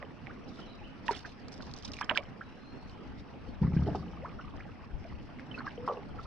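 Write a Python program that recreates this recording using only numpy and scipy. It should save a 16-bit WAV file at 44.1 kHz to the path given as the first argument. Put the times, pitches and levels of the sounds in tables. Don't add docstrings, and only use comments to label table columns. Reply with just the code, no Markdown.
import sys
import numpy as np
from scipy import signal
from scipy.fft import rfft, irfft, next_fast_len
from scipy.io import wavfile
from scipy.ndimage import uniform_filter1d, map_coordinates

SR = 44100
rng = np.random.default_rng(int(sys.argv[2]) if len(sys.argv) > 2 else 0)


def generate_wav(signal):
    frames = np.transpose(np.atleast_2d(signal))
    scaled = np.clip(frames, -1, 1) * 32767
    pcm = np.round(scaled).astype(np.int16)
    wavfile.write(sys.argv[1], SR, pcm)


N = 276066

# start_s, pitch_hz, level_db, decay_cycles
SMACKS = [(0.0267, 1800, -28.5, 1.8), (.27, 2250, -31.5, 2.2), (1.0818, 2570, -23, 1.1),
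          (1.1098, 960, -18, 0.38), (1.129, 1800, -34, 1), (1.151, 3080, -39, 3.6), (1.605, 1480, -39, 2.1),
          (1.988, 2000, -32.5, 1.6), (2.093, 1600, -19, 1.9), (2.096, 2850, -16.5, 3),
          (2.102, 1820, -16, 1.4), (2.11, 1910, -18, 1.3), (2.113, 1226, -14.5, 0.56),
          (2.151, 3060, -31, 2.4), (2.169, 1204, -22, 0.9), (2.1748, 2500, -10, 1.2),
          (3.869, 697, -34, 1.5), (3.885, 654, -26.5, 3.2), (3.9483, 728, -23, 1.9),
          (5.3959, 1890, -33.5, 1.3), (5.6677, 1610, -30.5, 1.8)]
# start_s, pitch_hz, level_db, swell_s, decay_s, glide (+ up, - down)
BUBBLES = [(.027, 565, -41, 0.0022, 0.0072, -1), (0.587, 1365, -44.5, 0.01, 0.0056, -1.5),
           (1.0814, 1560, -25.5, 0.00067, 0.003, 22.5), (1.0883, 915, -17.5, 0.0044, 0.0038, 6),
           (1.109, 415, -30.5, 0.0019, 0.008, -5.5), (2.0118, 1156, -19.5, 0.0018, 0.0011, 2.5),
           (2.017, 1650, -29, 0.0014, .004, -1.5), (2.029, 3050, -42.5, .003, .002, 3),
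           (2.102, 934, -29.5, 0.0016, 0.0057, 9.5), (2.115, 610, -27, 0.0027, 0.0047, 4),
           (2.157, 1510, -26.5, 0.0037, 0.0019, 3), (2.175, 2190, -28, 0.0017, 0.0044, 6),
           (2.177, 996, -34, .002, 0.0043, -1), (2.183, 543, -34.5, 0.0033, 0.01, 13.5),
           (3.487, 266, -35.5, 0.0025, 0.014, 1.5), (3.63, 860, -41.5, 0.003, 0.0051, 10),
           (3.767, 1610, -38.5, 0.0041, 0.0039, 4), (3.865, 398, -30.5, 0.0026, 0.0095, 0),
           (3.879, 314, -25.5, 0.0034, .009, 1.5), (3.952, 805, -36.5, 0.0022, 0.0054, 6),
           (3.951, 414, -30.5, .002, 0.0054, -3), (4.388, 1313, -38.5, 0.0041, 0.0096, 7),
           (5.049, 662, -41, 0.002, 0.0104, 4), (5.513, 3060, -39.5, 0.0013, 0.004, -2),
           (5.541, 2657, -37, 0.009, 0.0039, -1.5), (5.576, 1430, -37.5, 0.0037, .003, 7),
           (5.585, 4240, -44.5, 0.0057, 0.0034, 2), (5.593, 1500, -37, 0.0013, 0.0024, 15),
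           (5.604, 1175, -35.5, 0.0017, 0.0059, 23.5), (5.642, 1200, -42.5, 0.0026, 0.011, 6.5),
           (5.666, 1154, -33, 0.0018, 0.0023, 6), (5.676, 1620, -29, 0.0013, 0.0049, 3.5),
           (5.777, 466, -34.5, 0.0014, 0.018, 3), (5.822, 460, -38, 0.0046, 0.044, 4),
           (5.877, 1124, -16.5, 0.001, 0.0054, 6), (5.886, 1154, -24, 0.0021, 0.003, -1),
           (5.899, 1165, -30.5, 0.0016, .016, -1), (5.896, 540, -30, 0.0028, .0058, -11.5),
           (5.908, 950, -38, 0.0032, 0.0042, -5), (5.919, 502, -32.5, 0.0031, 0.0075, 1),
           (5.97, 1107, -42, .003, 0.0066, 0.5), (6.187, 1310, -37, 0.0034, 0.0062, 1.5)]
# start_s, length_s, first_hz, last_hz, level_db
CHIRPS = [(0.295, 0.021, 1130, 2000, -45.5), (1.249, 0.0091, 1400, 2010, -40.5),
          (2.4092, 0.0087, 1270, 1880, -33.5), (4.222, .026, 458, 753, -41.5),
          (4.246, 0.019, 923, 1615, -35.5), (4.6, 0.011, 1495, 2820, -42.5)]
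# crest_s, centre_hz, level_db, decay_s
SLOSHES = [(.032, 810, -49, 0.0091), (1.113, 467, -52.5, 0.018), (1.12, 2280, -49.5, 0.048),
           (1.25, 1650, -48, 0.011), (2.017, 1480, -40, .016), (3.632, 1410, -49, 0.025),
           (3.74, 1300, -54.5, .04), (3.872, 1220, -51, 0.045), (3.882, 506, -42, .018),
           (3.955, 590, -47, 0.014), (4.254, 1370, -46.5, 0.011), (4.403, 1200, -52.5, 0.01),
           (5.58, 1370, -49.5, .01), (5.606, 1410, -47.5, 0.01), (5.668, 1380, -47.5, 0.019),
           (5.71, 2800, -56, 0.014), (5.886, 626, -36.5, 0.041), (5.975, 677, -47, 0.03)]
# start_s, pitch_hz, level_db
DRIPS = [(1.111, 5300, -48), (1.1153, 4200, -35), (1.1505, 3300, -43), (1.165, 5400, -45),
         (1.175, 3600, -44), (1.1913, 5400, -47), (1.4828, 4540, -42.5), (1.521, 5700, -49),
         (1.528, 5450, -45), (1.5404, 4890, -43), (1.578, 5000, -49), (1.623, 4400, -39.5),
         (1.627, 3600, -46), (1.667, 5200, -50), (1.7134, 3870, -48.5), (1.7379, 4560, -36.5),
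         (1.7641, 5660, -44), (1.7761, 4720, -47), (1.787, 5500, -46), (1.8243, 4300, -44),
         (1.832, 3100, -46.5), (1.8475, 3730, -37.5), (1.8507, 5400, -32), (1.8788, 3950, -41),
         (1.9183, 5040, -39), (1.9347, 3800, -37), (1.9395, 2760, -38), (1.968, 2380, -39),
         (1.989, 4200, -46), (1.995, 5250, -46), (2.0111, 5440, -37.5), (2.015, 4800, -44),
         (2.0448, 5130, -40.5), (2.156, 4760, -47), (2.235, 4860, -52)]
# freq_hz, gain_db
TICK_EQ = [(1000, -25), (3000, -7), (5400, 5.5), (7000, -7), (10000, -25), (14000, -25.5)]
# start_s, level_db
KNOCKS = [(3.617, -23.5), (3.647, -26), (3.677, -25.5), (3.705, -27.5), (3.7359, -24.5), (3.7652, -19.5),
          (3.7933, -24), (3.822, -25.5), (3.849, -30.5), (3.875, -34), (3.916, -31)]
# pitch_hz, level_db, t60_s
HULL_MODES = [(78.2, -11, 0.68), (136.6, 0, 0.069), (162, 5.5, 0.082), (195, 0, 0.056), (233, -9.5, 0.07),
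              (306, -11.5, 0.068)]
# time_s, level_db
WASH_FADER = [(3.6, -60), (3.625, -34.5), (3.7, -40.5), (3.89, -36), (4.03, -42.5), (4.3, -54), (4.6, -74)]
# freq_hz, gain_db
SURGE_EQ = [(18, -37), (30, -13), (58, -10.5), (77, 0.5), (102, -11.5), (174, -2.5), (484, -23.5),
            (840, -33), (1240, -46.5), (1650, -33), (1860, -54), (3970, -52.5), (5160, -62.5), (8730, -120)]
# crest_s, level_db, decay_s
SPURTS = [(.497, -65.5, 0.012), (.545, -67, 0.059), (.6, -64.5, 0.016), (1.07, -58, 0.014),
          (1.119, -52, 0.02), (1.165, -57.5, 0.038), (1.26, -64, 0.062), (1.53, -66, 0.05),
          (1.625, -68.5, 0.22), (1.772, -62, 0.033), (1.853, -58.5, 0.02), (1.88, -61, 0.02),
          (1.936, -60.5, 0.03), (1.99, -60, 0.0093), (2.013, -57, 0.0054), (2.177, -51.5, 0.0041),
          (2.9, -62.5, 0.017), (3.2, -67, 0.011), (3.63, -73, 0.0089), (3.885, -75, 0.022),
          (3.955, -67.5, 0.035), (5.59, -62, 0.0054), (5.66, -73, 0.047), (5.882, -67.5, 0.0071),
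          (5.938, -69.5, 0.02), (6.2, -71, 0.16)]
# freq_hz, gain_db
SPRAY_EQ = [(300, -29), (1500, -3), (3000, 0), (5500, 6), (7000, -19), (10000, -17), (15000, -31)]
# freq_hz, correlation
HISS_LIKENESS = [(2000, 0.91), (5000, 0.0028)]
# time_s, level_db
WAKE_FADER = [(0, -67), (.9, -65.5), (3.6, -66.5), (4.4, -60), (5.4, -65.5), (5.65, -68), (6.26, -57.5)]
# freq_hz, gain_db
GURGLE_EQ = [(400, -0.5), (1500, 0), (2400, -3), (3000, 1), (3600, -12)]
# start_s, length_s, first_hz, middle_hz, last_hz, level_db, waver_share (of the pitch)
WHISTLES = [(0.592, 0.051, 2860, 3000, 3050, -59, .03), (0.648, 0.11, 4120, 3990, 3600, -66, 0.029),
            (0.781, 0.02, 2900, 2600, 2520, -59, 0.013), (0.828, 0.046, 2360, 3000, 2450, -58, 0.0083),
            (2.386, .25, 3860, 3950, 4120, -77.5, .006), (2.578, 0.19, 4110, 4190, 4230, -69.5, .007),
            (2.768, 0.086, 4260, 4290, 4240, -71, .04), (2.89, 0.19, 3080, 3120, 3120, -71, .04)]
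# time_s, level_db
BREEZE_FADER = [(0, -49), (.6, -61), (.84, -51), (1, -58), (1.6, -56), (3, -56), (3.7, -47), (4.5, -48),
                (5.2, -45.5), (5.6, -58), (6.26, -43.5)]
# freq_hz, gain_db
BUFFET_EQ = [(12, -9.5), (30, -0.5), (75, -0.5), (130, -8), (300, -29.5), (900, -100)]
# freq_hz, gain_db
AIR_EQ = [(20, -10), (70, -5.5), (130, -3), (170, -5.5), (245, -1.5), (370, -10.5), (700, -15),
          (1400, -20.5), (2900, -27), (3800, -37.5), (5600, -41.5), (6800, -61.5), (10000, -56.5),
          (15500, -66)]
# freq_hz, correlation
AIR_LIKENESS = [(60, 0.071), (120, 0.27), (230, 0.47), (460, 0.35), (910, 0.45), (1790, 0.36), (3520, 0.32)]
# freq_hz, left_over_right_db
AIR_PAN = [(60, 0), (140, -2.5), (310, -4), (690, 1.5), (1560, -0.5), (3520, 1)]
# freq_hz, t60_s
HULL_REVERB = [(300, 0.16), (1500, 0.074), (6000, 0.035)]
# time_s, right_share
PADDLE_SIDE = [(2.2, 0.85), (3.6, .3)]
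# freq_hz, left_over_right_db
SIDE_PAN = [(500, -0.5), (1100, -3), (1700, -8), (2600, -13), (4000, -23.5), (5400, -14)]
# freq_hz, left_lead_rad
SIDE_PHASE = [(260, 0.6), (1000, -0.2), (1900, 0.5), (3000, -1.3), (4200, 2), (5100, 2.5), (7500, 2.5)]
# freq_hz, gain_db
MIC_EQ = [(5800, 2.5), (7500, 5.5), (12000, -7.5)]

SLOSH_SWELL_S, SPURT_RISE_S = 0.016, 0.013


def plops():
    smacks = [(s, hz, db, smack(hz, cycles)) for s, hz, db, cycles in SMACKS]
    bubbles = [(s, hz, db, plop(hz, swell_s, decay_s, glide, splash_db=-14.5, linger_s=0.0019, shed_db=-23))
               for s, hz, db, swell_s, decay_s, glide in BUBBLES]
    chirps = [(s, first_hz, db, chirp(length_s, first_hz, last_hz))
              for s, length_s, first_hz, last_hz, db in CHIRPS]
    sloshes = [(s - SLOSH_SWELL_S, hz, db + 3, slosh(hz, decay_s)) for s, hz, db, decay_s in SLOSHES]
    track = np.zeros((2, N))
    for start_s, hz, db, sound in smacks + bubbles + chirps + sloshes:
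        pan_db = curve(SIDE_PAN, hz) * np.interp(start_s, *np.transpose(PADDLE_SIDE))
        add(track, start_s, hull_reverb(amp(db - 4) * sound * pan(pan_db), wet_db=-9.5, width=0.45))
    return from_the_side(track)


def smack(hz, cycles):
    decay_s = cycles / hz
    sound = plop(hz, 0.27 * decay_s, decay_s, glide=3.7, splash_db=-20.5, linger_s=0.0032, shed_db=-25.5)
    t = np.arange(len(sound)) / SR
    tick_band = signal.butter(2, [1.6 * hz, 1.66 * hz], "band", fs=SR, output="sos")
    tick = signal.sosfilt(tick_band, rng.standard_normal(len(t)))
    sound += amp(-12.5) * unit_rms(tick) * np.exp(-t / 0.00078)
    lowpass = signal.butter(3, min(3.3 * hz, SR / 3), fs=SR, output="sos")
    return signal.sosfilt(lowpass, sound)


def plop(hz, swell_s, decay_s, glide, splash_db, linger_s, shed_db):
    t = np.arange(SR // 8) / SR
    freqs = np.fft.rfftfreq(2 * len(t), 1 / SR)
    sound = bubble(t, hz, swell_s, decay_s, glide)
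    band = 1 / (1 + (4.1 * (freqs / hz - hz / (freqs + 1))) ** 2)
    splash = unit_rms(irfft(rfft(rng.standard_normal(2 * len(t))) * band))[:len(t)]
    sound += amp(splash_db) * splash * (1 - np.exp(-(t / swell_s) ** 2)) * np.exp(-t / (decay_s + linger_s))
    breakup_s = 3 * decay_s + 0.004
    for late, pitch in rng.random((5, 2)):
        shed_hz = hz * 2 ** (0.15 + 0.9 * pitch)
        shed = bubble(t, shed_hz, swell_s=0.000087, decay_s=3 / shed_hz, glide=7.8)
        add(sound, late * breakup_s, amp(shed_db - 19 * late) * shed)
    return sound


def bubble(t, hz, swell_s, decay_s, glide):
    envelope = (1 - np.exp(-(t / swell_s) ** 2)) * np.exp(-t / decay_s)
    pitch_hz = hz * 2 ** (glide * 0.048 * (1 - np.exp(-t / 0.031)))
    flutter = np.interp(t, np.linspace(0, t[-1], 100), rng.standard_normal(100))
    depth = 0.024 + 0.0028 * abs(glide)
    return envelope / envelope.max() * tone(pitch_hz * (1 + depth * flutter))


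def chirp(length_s, first_hz, last_hz):
    progress = np.linspace(0, 1, round(length_s * SR))
    pitch_hz = first_hz * (last_hz / first_hz) ** (progress ** 1.5)
    arch = 4 * progress * (1 - progress)
    return arch ** 0.55 * tone(pitch_hz)


def slosh(centre_hz, decay_s, spread_octaves=0.796, decay_cycles=2.6):
    t = np.arange(SR // 9) / SR
    when, pitch, size = rng.random((3, 64, 1))
    hz = centre_hz * 2 ** (spread_octaves * (2 * pitch - 1))
    cycles = np.maximum(t - when * t[-1], 0) * hz
    rings = np.sin(2 * np.pi * cycles) * np.exp(-cycles / decay_cycles) * (1 - np.exp(-cycles))
    froth = unit_rms(np.sum(amp(5.1 * size) * rings, axis=0))
    swell = np.minimum(t / SLOSH_SWELL_S, 1) ** 2
    return froth * swell * np.exp(-np.maximum(t - SLOSH_SWELL_S, 0) / decay_s)


def patter(tick_decay_s=0.0011, rebound_s=0.0081):
    ticks, rings = np.zeros((2, N))
    t = np.arange(SR // 80) / SR
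    for start_s, hz, db in DRIPS:
        add(rings, start_s, amp(db) * bubble(t, hz, swell_s=0.00057, decay_s=5.7 / hz, glide=5))
        for late in [0, *rng.random(size=3)]:
            tick = rng.standard_normal(len(t)) * np.exp(-t / tick_decay_s)
            add(ticks, start_s + late * rebound_s, amp(db - 12 * late) * tick)
    drops = amp(-3) * equalise(ticks, TICK_EQ) + amp(-4) * rings
    return from_the_side(hull_reverb(drops * pan(-8.5), wet_db=-14.5, width=0.28)[:, :N])


def pull(knock_swell_s=0.0058):
    judder = np.zeros(N)
    t = np.arange(SR // 2) / SR
    for start_s, db in KNOCKS:
        boom = sum(amp(mode_db + rng.normal(0, 2.7) - 60 * t / t60_s) * np.sin(2 * np.pi * hz * t)
                   for hz, mode_db, t60_s in HULL_MODES)
        boom *= 1 - np.exp(-t / knock_swell_s)
        add(judder, start_s, amp(db) * boom / np.abs(boom).max())
    surge = noise_bed(SURGE_EQ, likeness=[(50, 0.38), (200, 0.89), (3000, 0.97)], patchy_db=1)
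    return judder * pan(1.2) + amp(-1.5) * fader(WASH_FADER) * surge


def spray():
    flow = amp(-75.5) + bursts(SPURTS, SPURT_RISE_S) + amp(-69) * stirring(settle_s=0.044, db_scale=0.82)
    breaking = flow / (flow + amp(-60.5))
    drops = bubble_cloud(count=2500, centre_hz=4430, spread_octaves=0.87, decay_cycles=2.9,
                         rise_share=0.043, size_db=11.5, pan_db=-7.5, pan_spread_db=-3.5)
    drops = unit_rms(equalise(hull_reverb(drops, wet_db=-4.5, width=0.16), SPRAY_EQ))
    beads = bubble_cloud(count=3000, centre_hz=8040, spread_octaves=0.67, decay_cycles=3.5,
                         rise_share=0.02, size_db=20, pan_db=-6, pan_spread_db=3)
    hiss = noise_bed(SPRAY_EQ, HISS_LIKENESS, patchy_db=3.5)
    sheet = amp(3.7 * wobble(90)) * hiss * pan(-0.5)
    broken = flow * (breaking * amp(8) * from_the_side(drops) + breaking ** 2 * amp(-4) * beads)
    return broken + (amp(-0.5) * flow + amp(-38) * fader(WASH_FADER)) * sheet


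def wake():
    gurgle = bubble_cloud(count=3000, centre_hz=1193, spread_octaves=1.572, decay_cycles=3.55,
                          rise_share=0.088, size_db=25.5, pan_db=-2.5, pan_spread_db=3)
    unrest = fader(WAKE_FADER) + amp(-40.5) * stirring(settle_s=0.029, db_scale=0.56)
    unrest += amp(-27) * fader(WASH_FADER) + amp(-9) * bursts(SPURTS, SPURT_RISE_S)
    return unrest * hull_reverb(equalise(gurgle, GURGLE_EQ), wet_db=-8, width=0.95)[:, :N]


def bubble_cloud(count, centre_hz, spread_octaves, decay_cycles, rise_share, size_db, pan_db, pan_spread_db):
    when, pitch, size, place = rng.random((count, 4)).T
    hz = centre_hz * 2 ** (spread_octaves * (2 * pitch - 1))[:, None]
    samples = np.arange(SR // 40)
    age = hz * samples / SR / decay_cycles
    cycles = decay_cycles * (age + rise_share * (age - 1 + np.exp(-age)))
    rings = np.sin(2 * np.pi * cycles) * np.exp(-age) * (1 - np.exp(-age * decay_cycles))
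    rings *= amp(size_db * size ** 2)[:, None]
    slots = ((when * N).astype(int)[:, None] + samples).ravel()
    gains = pan(pan_db + pan_spread_db * (2 * place - 1))
    channels = [np.bincount(slots, (rings * gain[:, None]).ravel(), N)[:N] for gain in gains]
    return unit_rms(np.array(channels))


def stirring(settle_s, db_scale):
    return bursts([(s, db_scale * db, settle_s) for s, _, db, *_ in SMACKS + BUBBLES], rise_s=0.0089)


def hull_reverb(sound, wet_db, width):
    hz, t, noise = signal.stft(rng.standard_normal((3, SR // 6)), SR, nperseg=256)
    tails = signal.istft(noise * amp(-60 * t / curve(HULL_REVERB, hz)[:, None]), SR, nperseg=256)[1]
    tails = tails[0] + width * tails[1:]
    tails *= amp(wet_db) / np.linalg.norm(tails[0])
    tails[:, 0] = 1
    return signal.fftconvolve(sound, tails, axes=1)


def from_the_side(sound):
    share = np.interp(np.arange(N) / SR, *np.transpose(PADDLE_SIDE))
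    shifted = filtered(sound, lambda hz: np.exp(np.array([[0.5j], [-0.5j]]) * curve(SIDE_PHASE, hz)))
    return (1 - share) * sound + share * shifted


def bird(woods_t60_s=0.5):
    song = np.zeros(N)
    t = np.arange(N) / SR
    flutter = wobble(140)
    for start_s, length_s, first_hz, middle_hz, last_hz, db, waver in WHISTLES:
        progress = np.clip((t - start_s) / length_s, 0, 1)
        arch = 1 - (2 * progress - 1) ** 2
        bend_hz = middle_hz - (first_hz + last_hz) / 2
        pitch_hz = first_hz + (last_hz - first_hz) * progress + bend_hz * arch
        song += amp(db) * np.sqrt(arch) * tone(pitch_hz * (1 + waver * flutter))
    song *= amp(1.8 * wobble(33.97))
    woods = rng.standard_normal((2, SR // 2)) * amp(-60 * t[:SR // 2] / woods_t60_s)
    echo = signal.fftconvolve(song[None], woods / np.linalg.norm(woods[0]), axes=1)[:, :N]
    return amp(-1) * song + amp(2) * echo


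def breeze():
    puffs = amp(4.3 * wobble(9)) * noise_bed(BUFFET_EQ, likeness=[(60, 0.065)], patchy_db=2.5)
    return amp(-6.5) * fader(BREEZE_FADER) * puffs * pan(7.4)


def air():
    hush = noise_bed(AIR_EQ, AIR_LIKENESS, patchy_db=2)
    hush = filtered(hush, lambda hz: pan(curve(AIR_PAN, hz)))
    return amp(-50.5 + 0.61 * wobble(2.19) + 1.04 * wobble(25)) * unit_rms(hush)


def noise_bed(eq, likeness, patchy_db):
    def mid_side_gains(hz):
        angle = np.arccos(np.clip(curve(likeness, hz), -1, 1)) / 2
        return amp(curve(eq, hz)) * [np.cos(angle), np.sin(angle)]

    spectra = signal.stft(rng.standard_normal((2, N)), nperseg=512)[2]
    patches = uniform_filter1d(rng.standard_normal(spectra.shape[1:]), size=5, axis=0)
    patches = uniform_filter1d(patches, size=10, axis=1)
    noise = signal.istft(spectra * amp(patchy_db * unit_rms(patches)), nperseg=512)[1][:, :N]
    mid, side = filtered(noise, mid_side_gains)
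    return unit_rms(np.array([mid + side, mid - side]))


def bursts(events, rise_s):
    t = np.arange(N) / SR
    coarse = t[::16]
    log_gains = [np.log(amp(db)) - np.maximum((crest_s - coarse) / rise_s, (coarse - crest_s) / decay_s)
                 for crest_s, db, decay_s in events]
    return np.exp(np.interp(t, coarse, np.max(log_gains, axis=0)))


def fader(points):
    return amp(np.interp(np.arange(N) / SR, *np.transpose(points), left=-120, right=-120))


def wobble(rate_hz):
    knots = rng.standard_normal(int(N * rate_hz / SR) + 4)
    return map_coordinates(knots, [np.arange(N) * rate_hz / SR])


def curve(points, hz):
    freqs, values = np.transpose(points)
    return np.interp(np.log(hz + 1), np.log(freqs + 1), values)


def filtered(sound, response):
    size = next_fast_len(N + SR // 2)
    return irfft(rfft(sound, size) * response(np.fft.rfftfreq(size, 1 / SR)), size)[..., :N]


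def equalise(sound, eq):
    return filtered(sound, lambda hz: amp(curve(eq, hz)))


def tone(pitch_hz):
    return np.sin(2 * np.pi * np.cumsum(pitch_hz) / SR)


def pan(left_over_right_db):
    return amp(np.array([[0.5], [-0.5]]) * left_over_right_db)


def amp(db):
    return 10 ** (np.asarray(db) / 20)


def unit_rms(sound):
    return sound / np.sqrt(np.mean(sound ** 2) + 1e-20)


def add(track, start_s, sound):
    part = track[..., max(round(start_s * SR), 0):][..., :sound.shape[-1]]
    part += sound[..., :part.shape[-1]]


def scene():
    return plops() + patter() + pull() + spray() + wake() + bird() + breeze() + air()


def record(dry, band_limit_hz=15600):
    return filtered(dry, lambda hz: amp(curve(MIC_EQ, hz)) * (hz < band_limit_hz))


dry = scene()
out = record(dry)
generate_wav(out)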